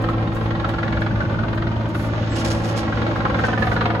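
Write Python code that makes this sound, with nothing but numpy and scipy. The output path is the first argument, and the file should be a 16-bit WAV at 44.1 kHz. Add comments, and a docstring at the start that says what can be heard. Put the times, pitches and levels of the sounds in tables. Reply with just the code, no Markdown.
"""Hovering helicopter heard from a garden

A helicopter hovers a few hundred metres off. Its main rotor is a train of shaped noise bursts, a slap and a
swish per blade; its tail rotor is a sum of harmonics; downwash and turbine exhaust are filtered noise.
A delayed ground reflection combs rotor and roar, and the drifting delay makes them waver. Enveloped noise
gives scuffs, rustle and ticks close to the phone and a light breeze; a small bird adds one thin sine note."""
import sys
import numpy as np
from scipy import signal
from scipy.fft import rfft, irfft
from scipy.io import wavfile
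from scipy.ndimage import map_coordinates

SR = 44100
rng = np.random.default_rng(int(sys.argv[2]) if len(sys.argv) > 2 else 0)


def transcribe(signal):
    """Save signal, clipped to [-1, 1], as a 16-bit WAV file at the path in sys.argv[1]."""
    frames = np.atleast_2d(signal).T
    limited = np.clip(frames, -1, 1)
    pcm = np.round(limited * 32767).astype(np.int16)
    wavfile.write(sys.argv[1], SR, pcm)


N = 176400
SIDES = np.array([[1], [-1]])  # sign of the side signal in left and right

# Strength of the blade slap. Each row: time in seconds, level in dB relative to SLAP_DB.
SLAP_STRENGTH = [(0, -2.5), (.3, -8.5), (.55, -4), (.74, -2), (1.0, -1.5), (1.11, -3.5), (1.3, -6),
                 (1.62, -2), (1.82, -8), (2.05, -7), (2.3, -8), (2.52, -6), (2.65, -10), (2.95, -1),
                 (3.16, -0.5), (3.46, 4), (3.53, 1.5), (3.67, 3), (3.86, 5), (4, -1)]
# Blades that cut a tip vortex, nearly all slapping harder. 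Each row: time in seconds, extra level in dB.
VORTEX_SLAPS = [(.09, 7), (.415, 1), (.505, 1.5), (.645, 6), (.69, 1.5), (.83, 3.5), (1.02, 2.5),
                (1.06, 1.5), (1.2, 6), (1.39, 6.5), (1.435, 3.5), (1.95, 5), (2.13, 4), (2.925, 1),
                (3.25, 6.5), (3.39, -0.5), (3.44, 3.5), (3.625, 3), (3.81, 1.5)]
# Spectrum of the slap. Each row: frequency in Hz, level in dB.
SLAP_SPECTRUM = [(100, -27), (300, -8.5), (550, 2), (900, 3), (1120, 0.5), (1450, -1.5), (1900, -2.5),
                 (2600, -10.5), (3900, -13.5), (5200, -26.5), (8000, -45), (16000, -69.5)]
# Centre of the spectral bump that gives the slap its bark. Each row: time in seconds, frequency in Hz.
BARK_CENTRE = [(0, 1250), (.65, 1340), (.9, 1670), (1.4, 1380), (2.9, 1485), (3.45, 1545), (3.65, 1630),
               (3.85, 1320)]
# Shelf on the slap's treble. Each row: time in seconds, gain in dB.
SLAP_TREBLE = [(0, 0), (.7, 3.5), (1.0, 1), (1.3, -2.5), (1.7, 3), (2.9, -2.5), (3.07, 3.5), (3.2, -2.5),
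               (3.42, -6), (3.62, 1), (4, -3)]
# Phase lead of the left channel over the right. Each row: frequency in Hz, phase in radians.
LEFT_LEAD = [(500, 0.5), (850, 0.1), (1350, -1.02), (1600, 0.43), (2050, -2.5), (2650, -3), (3000, -4.5),
             (3600, -9), (4200, -4.5), (4900, -8.5)]
BLADE_HZ, FIRST_BLADE_S, SLAP_JITTER_S = 21.492, .0418, .0005
SLAP_DB, SLAP_SCATTER_DB, SLAP_WIDTH_DB = -21.5, .7, -3.5  # the last caps side against mid
LEAD_S, ATTACK_S, CRACK_S, SWISH_S = .014, .002, .009, .024  # swell before the crack; time constants
SWISH_DB, SWISH_SHARE = -7, .34  # the share is dB of extra swish per dB of slap strength
BARK_WIDTH_HZ, BARK_DB, HARD_BARK_SHARE = 194, 7.5, .8  # dB of extra bark per dB of a hard slap
SIZZLE_HZ = 2900
SLAP_MEMORY, PATCH_MEMORY = .5, .45  # correlation from one blade to the next
PATCH_HZ, PATCH_DB = 170, 2.6  # spacing and depth of random patches in the spectrum


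def main_rotor():
    """Blade-vortex slap: correlated noise bursts at blade rate, each swelling to a crack and trailing a swish.

    Each blade meets much the same wake as the one before, so burst and patchy colour change only gradually."""
    size = 8192
    age = np.arange(size) / SR - LEAD_S  # seconds since the crack
    hz = np.arange(size // 2 + 1) * SR / size
    rise = np.exp(np.minimum(age, 0) / ATTACK_S)
    after = np.maximum(age, 0)
    fade = np.clip(np.minimum((age + LEAD_S) / ATTACK_S, 2 - age * BLADE_HZ), 0, 1)

    starts = np.arange(FIRST_BLADE_S, N / SR, 1 / BLADE_HZ)
    blade_db = np.interp(starts, *np.array(SLAP_STRENGTH).T)
    blade_db = blade_db + SLAP_SCATTER_DB * rng.standard_normal(len(starts))
    hard_db = np.zeros(len(starts))
    for s, extra_db in VORTEX_SLAPS:
        hard_db[np.argmin(abs(starts - s))] = extra_db  # the nearest blade

    width = np.minimum(response(WIDTH, size), undb(SLAP_WIDTH_DB))
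    colour = response(SLAP_SPECTRUM, size)
    turn = np.exp(.5j * SIDES * np.interp(hz, *np.array(LEFT_LEAD).T))
    shelf = 1 / (1 + (SIZZLE_HZ / (hz + 1)) ** 4)
    wake, patches = rng.standard_normal((2, size)), rng.standard_normal(size)
    out = np.zeros((2, N + size))
    for s, db, extra_db in zip(starts, blade_db, hard_db):
        wake, patches = evolve(wake, SLAP_MEMORY), evolve(patches, PATCH_MEMORY)
        swish = undb(SWISH_DB + SWISH_SHARE * db) * np.exp(-after / SWISH_S)
        shape = rise * (np.exp(-after / CRACK_S) + swish)
        shape = shape / shape.max()

        bark_hz = np.interp(s, *np.array(BARK_CENTRE).T)
        bark_db = BARK_DB + HARD_BARK_SHARE * extra_db
        bark = bark_db * np.exp(-((hz - bark_hz) / BARK_WIDTH_HZ) ** 2)
        sizzle = shelf * np.interp(s, *np.array(SLAP_TREBLE).T)
        patchy = PATCH_DB * map_coordinates(patches, [hz / PATCH_HZ])

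        mid, side = rfft(wake * shape)
        stereo = (mid + SIDES * width * side) / np.sqrt(1 + width ** 2)
        burst = irfft(stereo * turn * colour * undb(bark + sizzle + patchy))
        burst = burst * np.sqrt(np.mean(shape ** 2) / np.mean(burst ** 2))  # as strong as its envelope
        i = int((s - LEAD_S + SLAP_JITTER_S * rng.standard_normal()) * SR)
        out[:, i:i + size] += undb(SLAP_DB + db + extra_db) * burst * fade
    return out[:, :N]


# Tail rotor harmonics, shifting as the machine turns a little. Each row: multiple of TAIL_HZ,
# first level in dB, last level in dB, both relative to TAIL_DB.
TAIL_HARMONICS = [(2, 0.2, -1), (3, -12, -8.5), (4, -11, -5.5), (5, -17, -14.5), (6, -8, -12),
                  (7, -26, -31), (8, -26, -27), (10, -32, -23)]
TAIL_HZ, TAIL_DRIFT = 55.15, .0035  # the drift is a share of the frequency
TAIL_DB, TAIL_WAVER_DB = -25, 1.43  # the waver is that of the second harmonic


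def tail_rotor():
    """Rotational tone: a harmonic series on one drifting phase, its higher partials wavering more."""
    phase = 2 * np.pi * np.cumsum(TAIL_HZ * (1 + TAIL_DRIFT * walk(7))) / SR
    hum = 0
    for k, first_db, last_db in TAIL_HARMONICS:
        waver = TAIL_WAVER_DB * np.sqrt(k / 2) * walk(11)
        db = np.linspace(first_db, last_db, N) + waver
        hum = hum + undb(db) * np.sin(round(k) * phase + rng.uniform(0, 2 * np.pi))
    return np.sqrt(2) * undb(TAIL_DB) * hum  # sqrt(2) makes the levels rms


# Levels of the rotor's roar, the downwash rumble and the low exhaust drone.
# Each row: time in seconds, level in dB.
ROAR_LEVEL = [(0, -30.5), (.75, -30.5), (1.3, -30.5), (1.8, -32.5), (2.26, -32), (2.37, -27.5), (2.8, -28),
              (3.1, -27.5), (3.5, -27), (4, -29)]
RUMBLE_LEVEL = [(0, -29.5), (.4, -27.5), (.8, -25), (1.4, -23.5), (1.9, -28.5), (2.4, -26.5), (3, -26.5),
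                (3.6, -24.5), (4, -27)]
DRONE_LEVEL = [(0, -30.5), (.6, -37), (1.3, -38), (1.9, -36), (2.5, -31.5), (3.3, -33.5), (4, -33)]
# Their spectra. Each row: frequency in Hz, level in dB.
ROAR_SPECTRUM = [(30, -34), (150, -20), (300, -10), (420, 0), (600, -1), (900, -5), (1500, -9),
                 (2200, -17.5), (3500, -23), (5000, -32.5), (7500, -49), (11000, -49.5), (16000, -65)]
RUMBLE_SPECTRUM = [(10, -50), (25, -28), (42, -12), (62, 1.5), (90, 1), (135, 2.5), (190, -2), (300, -18),
                   (2000, -70)]
DRONE_SPECTRUM = [(30, -42), (90, -3.5), (175, 1), (240, 3), (315, 4), (410, -5.5), (700, -34.5),
                  (3000, -69.5)]
FLUTTER_DB, FLUTTER_PER_S = 1.1, 22


def downwash():
    """Turbulence noise: churned air and turbine exhaust as rumble and drone under a fluttering roar."""
    flutter = undb(FLUTTER_DB * walk(FLUTTER_PER_S))
    roar = curve(ROAR_LEVEL) * flutter * noise(ROAR_SPECTRUM)
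    rumble = curve(RUMBLE_LEVEL) * noise(RUMBLE_SPECTRUM)
    drone = curve(DRONE_LEVEL) * noise(DRONE_SPECTRUM)
    return rumble + drone + roar


GROUND_LAG_S, GROUND_DB, GROUND_TOP_HZ = .003417, -6, 2630
AIR_DRIFT = .068  # drift of the lag, as a share of it


def ground(x):
    """Comb filtering: a duller reflection from the ground interferes at a slowly drifting lag."""
    soft = signal.sosfilt(signal.butter(1, GROUND_TOP_HZ, fs=SR, output="sos"), x)
    lag = GROUND_LAG_S * (1 + AIR_DRIFT * walk(1.83))
    place = (clock() - lag) * SR
    echo = np.array([map_coordinates(c, [place], order=1, mode="mirror") for c in soft])
    return x + undb(GROUND_DB) * echo


# Near scuffs, then light, bright brushes. Each row: start in seconds, length in seconds, level in dB.
SCUFF_STROKES = [(2.352, 0.012, -34), (2.382, 0.033, -38), (2.442, 0.013, -31.5), (2.472, .008, -35.5),
                 (2.499, 0.014, -31), (2.54, 0.12, -47.5), (2.635, 0.022, -44), (2.675, 0.041, -42.5),
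                 (2.76, 0.021, -35), (2.776, 0.014, -42.5), (3.445, 0.023, -42.5), (3.714, 0.027, -47)]
BRUSH_STROKES = [(.32, 0.15, -58), (1.94, 0.13, -47.5), (2.64, 0.066, -51), (3.58, 0.16, -52.5)]
# Soft rustle around the scuffs. Each row: time in seconds, level in dB.
RUSTLE_LEVEL = [(0, -55), (1.2, -47.5), (1.5, -53.5), (1.92, -49.5), (1.97, -50), (2.13, -43.5), (2.3, -41),
                (2.38, -35.5), (2.56, -48), (2.8, -39.5), (2.9, -42), (3.33, -46), (3.46, -37.5),
                (3.6, -46), (3.75, -44), (3.88, -49), (4, -76)]
# Faint handling ticks. Each row: peak time in seconds, level in dB.
HANDLING_TICKS = [(0.021, -51), (.095, -53.5), (.35, -50), (.69, -50), (1.01, -54), (1.55, -54),
                  (1.89, -53.5), (3.16, -56), (3.395, -54)]
# Spectra of the four. Each row: frequency in Hz, level in dB.
SCUFF_SPECTRUM = [(100, -14), (250, -3), (750, 7), (1200, -4), (2500, 5), (4000, 4), (5300, 6),
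                  (7500, -4.5), (9500, -3.5), (12000, -17), (16000, -25)]
BRUSH_SPECTRUM = [(2000, 0), (6000, -1.5), (8500, -8), (11300, -2), (12500, -14), (15000, -14),
                  (16000, -11)]
RUSTLE_SPECTRUM = [(300, 28), (1000, 18.5), (3000, 27.5), (6500, 13.5), (9000, -9.5), (11500, -32),
                   (16000, -59)]
TICK_SPECTRUM = [(2000, -18.5), (6000, 5), (10000, 1), (16000, -4)]
SCUFF_PAN_DB, GRAIN_DB = -4, 1.5  # the pan is left minus right
TICK_RISE_S, TICK_FALL_S = .005, .023


def rustle():
    """Friction noise: grainy scuffs, soft rubbing, light brushes and a few ticks close to the phone."""
    t = clock()
    ticks = sum(undb(db) * np.exp(-abs(t - s) / np.where(t > s, TICK_FALL_S, TICK_RISE_S))
                for s, db in HANDLING_TICKS)
    rub = strokes(SCUFF_STROKES) * crackle(SCUFF_SPECTRUM) + curve(RUSTLE_LEVEL) * noise(RUSTLE_SPECTRUM)
    rub = rub * undb(GRAIN_DB * walk(300))
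    rub = rub * undb(SIDES * SCUFF_PAN_DB / 2)
    brushes = strokes(BRUSH_STROKES) * noise(BRUSH_SPECTRUM)
    return rub + brushes + ticks * noise(TICK_SPECTRUM)


SCUFF_RISE_S, SCUFF_FALL_S = .008, .022


def strokes(rows):
    """Attack and decay envelope: linear rise, hold and exponential fall of each rubbing stroke."""
    t = clock()
    total = 0
    for s, length, db in rows:
        rise = np.clip((t - s) / SCUFF_RISE_S, 0, 1)
        fall = np.exp(-np.maximum(t - s - length, 0) / SCUFF_FALL_S)
        total = total + undb(db) * rise * fall
    return total


CRACKLE_PER_S, CRACKLE_SHARE = 900, .5  # the share is of power


def crackle(colour):
    """Shot noise: hiss mixed with sparse random clicks filtered by the same spectrum."""
    clicks = (rng.random(N) < CRACKLE_PER_S / SR) * rng.standard_normal((2, N))
    x = irfft(rfft(clicks) * response(colour), N)
    return np.sqrt(CRACKLE_SHARE) * x / x.std() + np.sqrt(1 - CRACKLE_SHARE) * noise(colour)


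BIRD_S, BIRD_HALF_S, BIRD_HZ, BIRD_DB = 2.34, .04, 7640, -47.5  # centre, half length, pitch, peak


def bird():
    """Pure tone: one thin, high sine with a slight frequency waver under a flat-topped envelope."""
    phase = 2 * np.pi * np.cumsum(BIRD_HZ * (1 + .0046 * walk(120))) / SR
    envelope = np.exp(-((clock() - BIRD_S) / BIRD_HALF_S) ** 4)
    return undb(BIRD_DB) * envelope * np.sin(phase)


# Light breeze on the microphones. Each row: time in seconds, level in dB.
BREEZE_LEVEL = [(0, -34), (1, -39.5), (2, -41), (2.7, -42), (3.1, -50), (4, -50)]
# Its spectrum. Each row: frequency in Hz, level in dB.
BREEZE_SPECTRUM = [(10, -30.5), (24, -15.5), (42, 9.5), (60, -4.5), (100, -23.5), (1000, -75)]


def breeze():
    """Wind noise: low-frequency filtered noise for the air moving over the microphones."""
    return curve(BREEZE_LEVEL) * noise(BREEZE_SPECTRUM)


# Difference between the two microphones. 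Each row: frequency in Hz, side minus mid in dB.
WIDTH = [(30, -53), (80, -8.5), (250, -11), (500, -9), (1000, -3), (1600, 2.5), (2300, -0.5), (16000, 1.5)]


def noise(colour):
    """Partial coherence: filtered stereo noise of rms 1, alike in the bass and wide in the treble."""
    mid, side = rfft(rng.standard_normal((2, N)))
    width = response(WIDTH)
    stereo = (mid + SIDES * width * side) / np.sqrt(1 + width ** 2)
    x = irfft(stereo * response(colour), N)
    return x / x.std()


def evolve(x, memory):
    """Autoregression: keep a share of a random pattern and renew the rest at constant variance."""
    return memory * x + np.sqrt(1 - memory ** 2) * rng.standard_normal(x.shape)


def walk(rate):
    """Band-limited chance: spline through about rate random values a second; spread near 1."""
    grid = clock() * rate
    return map_coordinates(rng.standard_normal(4096), [grid + 2], order=3, mode="wrap")


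def response(rows, size=N):
    """Transfer function: gain over frequency from (Hz, dB) points, joined on a log-frequency axis."""
    hz, db = np.array(rows).T
    bins = np.arange(size // 2 + 1) * SR / size
    return undb(np.interp(np.log(bins + 1e-9), np.log(hz), db))


def curve(rows):
    """Envelope: gain over time from (s, dB) points."""
    return undb(np.interp(clock(), *np.array(rows).T))


def clock():
    """Sampling: time of every sample in seconds."""
    return np.arange(N) / SR


def undb(db):
    """Logarithmic level: decibels to amplitude gain."""
    return 10 ** (np.asarray(db) / 20)


def scene():
    """Superposition: the helicopter over the ground, with the breeze and the small near sounds."""
    return tail_rotor() + ground(main_rotor() + downwash()) + breeze() + rustle() + bird()


# Treble balance of the microphones. Each row: frequency in Hz, left minus right in dB.
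BALANCE = [(4300, 0), (5800, -2), (7300, 0.5)]
PORT_LAG_S, SHARED_HZ, TOP_HZ = .000222, 6500, 15800


def record(dry):
    """Crossover: above it the phone feeds one treble to both channels, late and inverted on the left."""
    hz = np.arange(N // 2 + 1) * SR / N
    left, right = rfft(dry)
    shared = 1 / (1 + (SHARED_HZ / (hz + 1)) ** 12)  # share of power
    late = right * np.exp(-2j * np.pi * hz * PORT_LAG_S)
    left = np.sqrt(1 - shared) * left - np.sqrt(shared) * late
    lean = np.sqrt(response(BALANCE))  # half the balance on each side
    stereo = irfft(np.array([left * lean, right / lean]), N)
    top_cut = signal.ellip(10, .2, 80, TOP_HZ, fs=SR, output="sos")
    return signal.sosfilt(top_cut, stereo)


dry = scene()
out = record(dry)
transcribe(out)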